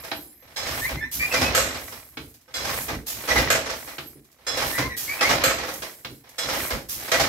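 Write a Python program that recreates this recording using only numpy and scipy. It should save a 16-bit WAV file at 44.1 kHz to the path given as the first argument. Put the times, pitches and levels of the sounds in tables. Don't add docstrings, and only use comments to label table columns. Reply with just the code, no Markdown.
import sys
import numpy as np
from scipy import signal
from scipy.fft import rfft, irfft, next_fast_len
from scipy.io import wavfile

SR = 44100
rng = np.random.default_rng(int(sys.argv[2]) if len(sys.argv) > 2 else 0)


def store_wav(level_fs):
    pcm = np.round(np.clip(np.atleast_2d(level_fs), -1, 1) * 32767)
    wavfile.write(sys.argv[1], SR, pcm.T.astype(np.int16))


N = 321048


def from_db(db):
    return 10 ** (np.asarray(db) / 20)


def rms_one(x):
    return x / np.sqrt(np.mean(x ** 2) + 1e-20)


def at_hz(points, hz):
    points = np.array(points)
    return np.interp(np.log(np.maximum(hz, 1)), np.log(points[:, 0]), points[:, 1])


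def dying(t, t60):
    return np.exp(-np.log(1000) * t / np.maximum(t60, 1e-3))


def add(out, s, sound):
    at = int(s * SR)
    sound, at = sound[:, max(-at, 0):], max(at, 0)
    out[:, at:at + sound.shape[1]] += sound[:, :max(N - at, 0)]


def drift(rate, size):
    knots = np.arange(size) * rate / SR
    values = rms_one(rng.standard_normal(size // 20))
    return np.interp(knots, np.arange(size // 20), values)


# frequency in Hz, correlation from 0 to 1.
LIKENESS = [(60, 0.92), (250, 0.94), (500, 0.91), (1000, 0.34), (2000, 0.016), (12000, 0.082)]


def noise(spectrum, size, tilt_db=0, ripple_db=0):
    padded = next_fast_len(size, True)
    hz = np.fft.rfftfreq(padded, 1 / SR)
    low_end = np.minimum(hz / spectrum[0][0], 1) ** 2
    high_end = np.minimum(spectrum[-1][0] / (hz + 1), 1) ** 4
    peaks_hz = np.geomspace(2500, 25000, 700) - 2500
    ripple = np.interp(hz, peaks_hz, rng.uniform(-1, 1, len(peaks_hz)))
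    ripple *= hz / (hz + 800)
    colour_db = at_hz(spectrum, hz) + tilt_db * np.log2(1 + hz / 400) + ripple_db * ripple
    gain = low_end * high_end * from_db(colour_db)
    mid, side = rfft(rng.standard_normal((2, padded)))
    alike = np.clip(at_hz(LIKENESS, hz), -1, 1)
    stereo = np.sqrt(1 + alike) * mid + np.sqrt(1 - alike) * side * [[1], [-1]]
    return rms_one(irfft(gain * stereo, padded)[:, :size])


def ringing(modes, t, detune, split_hz=18, twin_db=-4):
    out = np.zeros((2, len(t)))
    for hz, db, t60 in modes:
        hz = hz * (1 + detune * rng.standard_normal())
        twin_hz = hz + split_hz * rng.standard_normal()
        for part_hz, part_db in ((hz, 0), (twin_hz, twin_db)):
            phase = rng.random() + min(hz / 2000, 1) * rng.random((2, 1))
            strength = from_db(db + part_db + rng.uniform(-4, 3))
            out += strength * dying(t, t60) * np.sin(2 * np.pi * (part_hz * t + phase))
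    return out


STRIKE_DETUNE = .02


def blows(rows, spectrum, gain_db, attack_s, crack, chatter_db, modes=(), modes_db=0, detune=0):
    out, t = np.zeros((2, N)), np.arange(SR // 2) / SR
    for s, db, tilt_db, t60 in rows:
        body = dying(t, t60) * from_db(chatter_db * drift(269, len(t)))
        body += crack * dying(t, 0.015)
        sound = noise(spectrum, len(t), tilt_db, ripple_db=6) * body
        sound += from_db(modes_db) * ringing(modes, t, detune)
        onset = 1 - np.exp(-t / attack_s)
        add(out, s - .001, from_db(db + gain_db) * sound * onset)
    return out


# frequency in Hz, t60 in seconds.
ROOM_T60 = [(100, 0.99), (500, 0.35), (2000, 0.21), (6000, 0.34), (14000, 0.18)]


def workshop(x, build_s):
    t, edges = np.arange(SR) / SR, np.geomspace(60, 16000, 9)
    tail = 0
    for low, high in zip(edges, edges[1:]):
        band_pass = signal.butter(2, [low, high], "band", fs=SR, output="sos")
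        band = signal.sosfilt(band_pass, noise([(20, 0), (20000, 0)], SR))
        tail = tail + band * dying(t, at_hz(ROOM_T60, np.sqrt(low * high)))
    tail = tail * (1 - np.exp(-t / max(build_s, 1e-3)))
    tail = rms_one(tail) / np.sqrt(SR)
    return signal.fftconvolve(x, tail, axes=1)[:, :N]


# frequency in Hz, left minus right in dB.
BALANCE_DB = [(60, -2), (250, -0.5), (550, -2.5), (1200, -2.5), (2100, -0.5), (4000, -4), (5700, -7.5),
              (8500, 0), (13000, -2.5)]


def placed(x):
    lean_db = at_hz(BALANCE_DB, np.fft.rfftfreq(N, 1 / SR))
    return irfft(rfft(x) * from_db(lean_db * [[.5], [-.5]]), N)


# time in seconds, extra rumble in dB, extra singing in dB.
SLOW_LEVELS = [(0, 0, 7.5), (1.5, 4, 2.5), (3.5, 1, 0), (5.3, -1, 0), (7.28, -1.5, 0)]


def slow_levels_db():
    s, *columns = np.transpose(SLOW_LEVELS)
    return [np.interp(np.arange(N) / SR, s, column) for column in columns]


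def swell(t, rise_s, hold_s, t60):
    rise = np.clip(t / max(rise_s, 1e-3), 0, 1)
    return rise * dying(np.maximum(t - rise_s - hold_s, 0), t60)


# start in seconds, strength in dB.
THROWS = [(-0.55, -12), (1.323, -13), (3.285, -12), (5.21, -11), (7.115, -11.5)]
SHIFT_STROKE = {"frame": (0.0, .04, .03, .4, -63), "wood": (0.0, .04, .08, .4, -50),
                "threads": (0.0, .08, .05, .4, -61)}
TREADLE_STROKE = {"frame": (-.01, .16, .1, .9, -39.5), "wood": (0.0, .15, .09, .54, -27),
                  "threads": (.06, .18, .05, .52, -34.5), "wires": (0.05, .15, .15, .8, -52)}
LANDING_STROKE = {"frame": (0.0, .035, .04, .45, -34.5), "wood": (0.0, .03, .035, .2, -30)}
SWISH_STROKE = {"frame": (.02, .05, .07, .4, -46), "wood": (.04, .14, .06, .12, -32),
                "threads": (.09, .07, .06, .2, -41.5)}
THROW_STROKE = {"frame": (0.0, .11, .02, 1.2, -30.5), "wood": (-.03, .12, .14, 1.0, -23.5),
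                "threads": (.0, .06, .08, .4, -39), "wires": (0.0, .1, .45, 1.2, -55)}
CATCH_STROKE = {"wood": (.1, .08, .05, .45, -33), "threads": (.17, .1, .08, .7, -44)}
PULL_STROKE = {"wood": (-.01, .03, .03, .38, -39), "threads": (-.03, .04, .06, .8, -49),
               "wires": (.05, .08, .15, .5, -56)}
BEAT_STROKE = {"frame": (0.0, .04, .04, .5, -52), "threads": (0.0, .05, .09, .25, -56),
               "wires": (0.0, .05, .08, .2, -57)}
IDLE_DB = {"frame": -68, "wood": -62.5, "threads": -70, "wires": -76}
FORCE_SHARE = .45


def motion_db(part):
    strokes = [(SHIFTS, SHIFT_STROKE), (CLACKS, TREADLE_STROKE), (LANDINGS, LANDING_STROKE),
               (SWISHES, SWISH_STROKE), (THROWS, THROW_STROKE), (CATCHES, CATCH_STROKE),
               (PULLS, PULL_STROKE), (BEATS, BEAT_STROKE)]
    t = np.arange(0, N, 64) / SR
    power = np.full(len(t), from_db(IDLE_DB[part]) ** 2)
    for moves, stroke in strokes:
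        if part not in stroke:
            continue
        delay_s, rise_s, hold_s, t60, level_db = stroke[part]
        usual_db = np.mean([db for s, db, *rest in moves])
        for s, db, *rest in moves:
            gain = from_db(level_db + FORCE_SHARE * (db - usual_db))
            power += (gain * swell(t - s - delay_s, rise_s, hold_s, t60)) ** 2
    return np.interp(np.arange(N) / SR, t, 10 * np.log10(power))


def rubbing(spectrum, level_db, grain_db, grain_rate, ripple_db):
    grains = from_db(grain_db * drift(grain_rate, N))
    return from_db(level_db) * rms_one(noise(spectrum, N, 0, ripple_db) * grains)


# frequency in Hz, density in dB per Hz.
RUMBLE = [(25, -31), (42, -4), (65, 6), (97, -2.5), (130, 1.5), (192, -11), (240, -2), (330, -7),
          (430, -17), (730, -120)]


def frame_rumble(extra_db):
    return rubbing(RUMBLE, motion_db("frame") + extra_db - .5, grain_db=2.5, grain_rate=40, ripple_db=-1)


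# frequency in Hz, width in Hz, relative level in dB.
WIRES = [(5070, 80, -13), (7370, 40, -10), (9900, 110, -2), (12430, 50, 3), (14350, 120, -4)]


def wires(level_db, flutter_db):
    out = np.zeros((2, N))
    for hz, width_hz, db in WIRES:
        r = np.exp(-np.pi * width_hz / SR)
        contacts = rng.standard_normal((2, N)) * from_db(flutter_db * drift(12, N))
        poles = [1, -2 * r * np.cos(2 * np.pi * hz / SR), r * r]
        out += from_db(db) * rms_one(signal.lfilter([1, 0, -1], poles, contacts))
    return rms_one(out) * from_db(level_db)


# frequency in Hz, density in dB per Hz.
THREADS = [(3000, -21), (5500, -12.5), (7300, -7), (9000, -7), (10200, -8.5), (12500, -2), (14200, -4.5),
           (15700, -10.5)]


def thread_rubbing():
    return rubbing(THREADS, motion_db("threads") + 2.5, grain_db=2.0, grain_rate=1200, ripple_db=9)


# frequency in Hz, relative level in dB, t60 in seconds when struck freely.
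RACE = [(255, -11, 0.2), (510, -2, 0.13), (630, -1, .12), (790, -4.5, .1), (1120, -1, .11),
        (1310, -1, 0.11), (1550, -2, 0.12), (1950, 1, 0.14), (2177, -1, 0.12), (2410, -4, 0.18)]
RATTLES_PER_S, RATTLE_SPREAD_DB = 60, 4
RATTLE_DAMPING = .2


def rattle(level_db):
    happens = rng.random(N) < RATTLES_PER_S / SR
    touches = happens * from_db(RATTLE_SPREAD_DB * rng.uniform(-1.7, 1.7, N))
    touches = rms_one(touches) * from_db(level_db)
    out = np.zeros((2, N))
    for hz, db, t60 in RACE:
        r, w = dying(1 / SR, t60 * RATTLE_DAMPING), 2 * np.pi * hz / SR
        strengths = rng.standard_normal(N) + min(hz / 1000, 2) * rng.standard_normal((2, N))
        push = touches * rms_one(strengths) + 1e-18
        poles = [1, -2 * r * np.cos(w), r * r]
        out += from_db(db) * signal.lfilter([0, np.sin(w) * np.sqrt(1 - r)], poles, push)
    return out


# frequency in Hz, density in dB per Hz.
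SLIDE = [(120, -48), (200, -8), (258, 2.5), (470, 1), (660, 4), (1150, 2), (1330, -0.5), (2050, 5),
         (2730, -1.5), (4060, -2), (4840, -6), (5320, -3), (9000, -33), (12500, -57)]


def wood_sliding():
    slide_db = motion_db("wood")
    friction = rubbing(SLIDE, slide_db - 5.3, grain_db=3, grain_rate=200, ripple_db=6)
    return friction + rattle(slide_db - 13)


# start in seconds, relative level in dB.
THUDS = [(0.115, -41), (2.171, -33.5), (3.983, -39), (4.15, -41), (4.785, -27), (6.047, -35), (6.1, -36.5)]
# frequency in Hz, density in dB per Hz.
THUD_COLOUR = [(115, 3), (140, 0), (190, -10), (270, 5), (420, -3.5)]
# frequency in Hz, relative level in dB, t60 in seconds.
FRAME = [(135, 0, .4), (295, -1, .25)]


def thuds(t60):
    rows = [(s, db, 0, t60) for s, db in THUDS]
    return blows(rows, THUD_COLOUR, gain_db=-2, attack_s=.012, crack=0, chatter_db=0,
                 modes=FRAME, modes_db=-6, detune=STRIKE_DETUNE)


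# start in seconds, relative level in dB.
TICKS = [(2.341, -41.5), (2.41, -51), (4.245, -51), (4.315, -51), (5.738, -30), (6.2905, -42)]
TICK_TILT_DB, TICK_T60_S = -1, .11


def thread_ticks():
    rows = [(s, db, TICK_TILT_DB, TICK_T60_S) for s, db in TICKS]
    return blows(rows, SWISH_COLOUR, gain_db=-2, attack_s=.002, crack=0, chatter_db=2.2)


# start in seconds, relative level in dB, brightness in dB per octave, t60 in seconds.
SWISHES = [(1.113, -25, 0.5, 0.6), (3.063, -24.5, -1, 0.48), (4.965, -24, 0.0, 0.66),
           (6.886, -25.5, 0.5, 0.58)]
# frequency in Hz, density in dB per Hz.
SWISH_COLOUR = [(300, -11), (1400, -8.5), (2400, -4.5), (3500, -3.5), (6200, -1), (9000, -4), (13000, 4),
                (15500, -5)]


def warp_swishes():
    return blows(SWISHES, SWISH_COLOUR, gain_db=-2, attack_s=.011, crack=0, chatter_db=2.2)


# start in seconds, length in seconds, start pitch in Hz, end pitch in Hz, relative level in dB.
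WHISTLE_AND_SQUEAKS = [(0.37, .1, 12560, 12500, -54), (0.812, 0.046, 1720, 1880, -28),
                       (.847, .02, 1960, 2130, -22.5), (.862, .034, 2170, 2320, -29),
                       (.965, .05, 2000, 2170, -35), (1.008, 0.052, 1730, 1830, -28.5),
                       (1.04, .04, 2010, 1990, -34), (1.193, 0.074, 2290, 2450, -22),
                       (1.203, 0.058, 1793, 2060, -29.5), (1.31, 0.03, 2630, 2600, -24),
                       (1.338, .028, 1900, 2080, -24.5), (1.355, .035, 2470, 2340, -25),
                       (1.435, .06, 2530, 2570, -27), (3.305, .021, 1983, 1950, -16),
                       (3.362, 0.033, 1994, 1960, -18), (4.72, .05, 1790, 1830, -33),
                       (4.742, .055, 1930, 2030, -27.5), (4.80, .085, 1960, 2130, -32),
                       (4.835, 0.05, 1020, 1047, -31.5), (4.895, 0.068, 1990, 1915, -30),
                       (5.077, 0.068, 2130, 2400, -24.5), (5.187, .035, 2610, 2600, -29.5),
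                       (5.215, 0.072, 1830, 2290, -18.5), (7.132, 0.048, 1924, 1970, -21)]
# frequency in Hz, density in dB per Hz.
SCRAPE = [(1400, -22), (1750, -3), (2050, 0), (2350, -4), (2800, -22)]
GLIDE_CURVE = .75


def whistle_and_squeaks(waver_hz, rough, rasp, scrape, overtone_db, low_db):
    out, size = np.zeros((2, N)), SR // 8
    for s, length, start_hz, end_hz, db in WHISTLE_AND_SQUEAKS:
        along = np.minimum(np.arange(size) / SR / max(length, .005), 1)
        hz = start_hz + (end_hz - start_hz) * along ** GLIDE_CURVE + waver_hz * drift(387, size)
        phase = 2 * np.pi * np.cumsum(hz) / SR + np.pi * rng.random((2, 1))
        loudness = np.abs(np.sin(np.pi * along)) ** 0.5 * (1 + rough * drift(345, size))
        tone = np.sin(phase) + rasp * drift(900, size) * np.cos(phase)
        tone += scrape * noise(SCRAPE, size)
        tone += from_db(overtone_db) * (np.sin(2 * phase) + np.sin(3 * phase) / 2)
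        tone += from_db(low_db) * drift(218, size) * np.sin(phase / 2)
        add(out, s, from_db(db) * loudness * tone)
    return out


# start in seconds, relative level in dB.
LANDINGS = [(0.891, -21), (2.881, -18.5), (4.779, -12.5), (6.704, -14.3)]
PULLS = [(0.036, -27), (1.922, -29.5), (3.874, -27), (5.82, -21)]
SHIFTS = [(0.42, -45), (.475, -43), (2.479, -42), (4.385, -48), (6.238, -42)]
# delay in seconds, dB above the move's level, brightness in dB per octave, t60 in seconds.
TREADLE_KNOCKS = [(0.104, 5.5, 1.3, 0.22), (0.15, 4, 0.3, 0.2)]
DULL_KNOCKS = [(0.0, .5, -1.2, 0.17)]
LIGHT_KNOCKS = [(0.0, 0.0, 0.6, 0.16)]
# frequency in Hz, density in dB per Hz.
KNOCK_COLOUR = [(100, -15.5), (380, -2.5), (520, 2), (780, 0), (1300, -1), (2100, -2.5), (2900, -6.5),
                (5800, -8.5), (9000, -20), (12300, -19), (15500, -37)]


def loose_knocks():
    runs = [(CLACKS, TREADLE_KNOCKS), (LANDINGS, DULL_KNOCKS), (PULLS, LIGHT_KNOCKS), (SHIFTS, DULL_KNOCKS)]
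    rows = []
    for moves, run in runs:
        for s, db, *rest in moves:
            for delay_s, above_db, tilt_db, t60 in run:
                rows.append((s + delay_s, db + above_db, tilt_db, t60))
    return blows(rows, KNOCK_COLOUR, gain_db=-6.0, attack_s=.005, crack=0.45, chatter_db=2,
                 modes=RACE, modes_db=-15, detune=STRIKE_DETUNE)


# start in seconds, relative level in dB, brightness in dB per octave, t60 in seconds.
BEATS = [(0.116, -20, 1, 0.11), (2.172, -24.5, 2.5, 0.095), (3.983, -24, 2.5, 0.11), (6.048, -25, 4, 0.09)]
# frequency in Hz, density in dB per Hz.
BEAT_COLOUR = [(100, -18), (270, 4), (550, -1.5), (1500, 0), (3000, -4), (4200, -7.5), (6500, -22.5),
               (9500, -35), (15000, -28)]
# frequency in Hz, relative level in dB, t60 in seconds.
BATTEN = [(680, -2, .05), (1545, 0, 0.06), (2170, 2, 0.06), (3110, -2, 0.05), (3920, -2, 0.06)]


def batten_beats():
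    return blows(BEATS, BEAT_COLOUR, gain_db=-4.3, attack_s=.001, crack=.15, chatter_db=1.5,
                 modes=BATTEN, modes_db=-10, detune=STRIKE_DETUNE)


# start in seconds, relative level in dB, brightness in dB per octave, t60 in seconds.
CLACKS = [(0.561, -27, 1, 0.75), (2.540, -24, 2, 0.6), (4.467, -22, 0.5, 0.52), (6.382, -23, 2, 0.53)]
# frequency in Hz, density in dB per Hz.
CLACK_COLOUR = [(100, -16.5), (350, -7.5), (520, 3), (880, -3.5), (1300, -0.5), (2100, 0), (2800, -7.5),
                (5000, -7), (8000, -12), (9000, -20), (12500, -17), (15500, -28)]
# frequency in Hz, relative level in dB, t60 in seconds.
FITTINGS = [(3368, 4, 0.4), (4045, 3.5, 0.35), (5055, -1, .5), (5272, 3.5, 0.55), (6420, -3, .3),
            (7420, -1, 0.25), (8260, -3.5, 0.3), (10440, -8, 0.2)]


def treadle_clacks():
    return blows(CLACKS, CLACK_COLOUR, gain_db=-4, attack_s=.003, crack=0.069, chatter_db=2.5,
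                 modes=FITTINGS, modes_db=-10)


# start in seconds, relative level in dB, brightness in dB per octave, t60 in seconds.
SHUTTLE_KNOCKS = [(1.323, -16, 1.3, .3), (1.339, -11, 1, .2), (1.413, -10.5, .3, .27), (1.576, -13, 1, .15),
                  (1.745, -24, 0, .22), (1.88, -30, 4, .09), (3.276, -19, 1.3, .2), (3.287, -13, 1.3, .22),
                  (3.313, -12, .6, .13), (3.357, -10.5, -.5, .15), (3.378, -10, .8, .17),
                  (3.553, -16, 0, .14), (3.658, -22, .3, .26), (3.695, -20, 1, .22), (5.209, -11.5, 1, .24),
                  (5.228, -13, 1, .15), (5.291, -9.5, .3, .18), (5.304, -8.5, 0, .17), (5.503, -17, -1, .2),
                  (5.585, -21, .3, .25), (5.634, -20.5, -1, .16), (5.681, -21.5, -.3, .2),
                  (7.078, -26, 0, .25), (7.117, -8.5, 1.3, .22), (7.138, -11.5, .3, .16),
                  (7.197, -9.5, .5, .24)]


def shuttle_knocks():
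    return blows(SHUTTLE_KNOCKS, KNOCK_COLOUR, gain_db=-7.5, attack_s=.003, crack=.5, chatter_db=1.8,
                 modes=RACE, modes_db=-10.5, detune=STRIKE_DETUNE)


# start in seconds, relative level in dB, brightness in dB per octave, t60 in seconds.
CATCHES = [(1.549, -10, 0.3, 0.48), (3.503, -7.7, -1.5, 0.28), (5.438, -7, -1, 0.33)]
# frequency in Hz, density in dB per Hz.
CATCH_COLOUR = [(100, -25.5), (350, -12), (530, -1.5), (1000, -18.5), (1300, 0.5), (1700, -1.5), (2050, -2),
                (3500, -8.5), (5500, -13.5), (8000, -6), (9500, -24), (12200, -7.5), (15500, -32)]
# frequency in Hz, relative level in dB, t60 in seconds.
TIP = [(540, -3, 0.22), (1310, -1.5, 0.13), (1950, -2, 0.22), (4226, -2, 0.25), (6540, -3, 0.22),
       (7660, -2, 0.22), (8130, -5, 0.12), (11700, -11, 0.2)]


def shuttle_catches():
    return blows(CATCHES, CATCH_COLOUR, gain_db=-8, attack_s=.001, crack=.45, chatter_db=1.8,
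                 modes=TIP, modes_db=-10.5)


def scene():
    extra_rumble_db, extra_singing_db = slow_levels_db()
    moving = frame_rumble(extra_rumble_db) + thread_rubbing() + wood_sliding()
    moving += wires(motion_db("wires") + extra_singing_db, flutter_db=4.5)
    hits = warp_swishes() + thread_ticks() + loose_knocks() + batten_beats()
    hits += treadle_clacks() + shuttle_knocks() + shuttle_catches()
    creaks = whistle_and_squeaks(waver_hz=22, rough=.3, rasp=.22, scrape=.27, overtone_db=-18, low_db=-20)
    near = hits + from_db(.5) * creaks + thuds(t60=0.34)
    room = workshop(from_db(-4.0) * hits + from_db(-6) * creaks, build_s=0.0014)
    return placed(near + room + moving)


CUTOFF_HZ = 15750


def record(dry):
    low_pass = signal.ellip(12, .1, 80, CUTOFF_HZ, fs=SR, output="sos")
    return signal.sosfilt(low_pass, dry)


dry = scene()
out = record(dry)
store_wav(out)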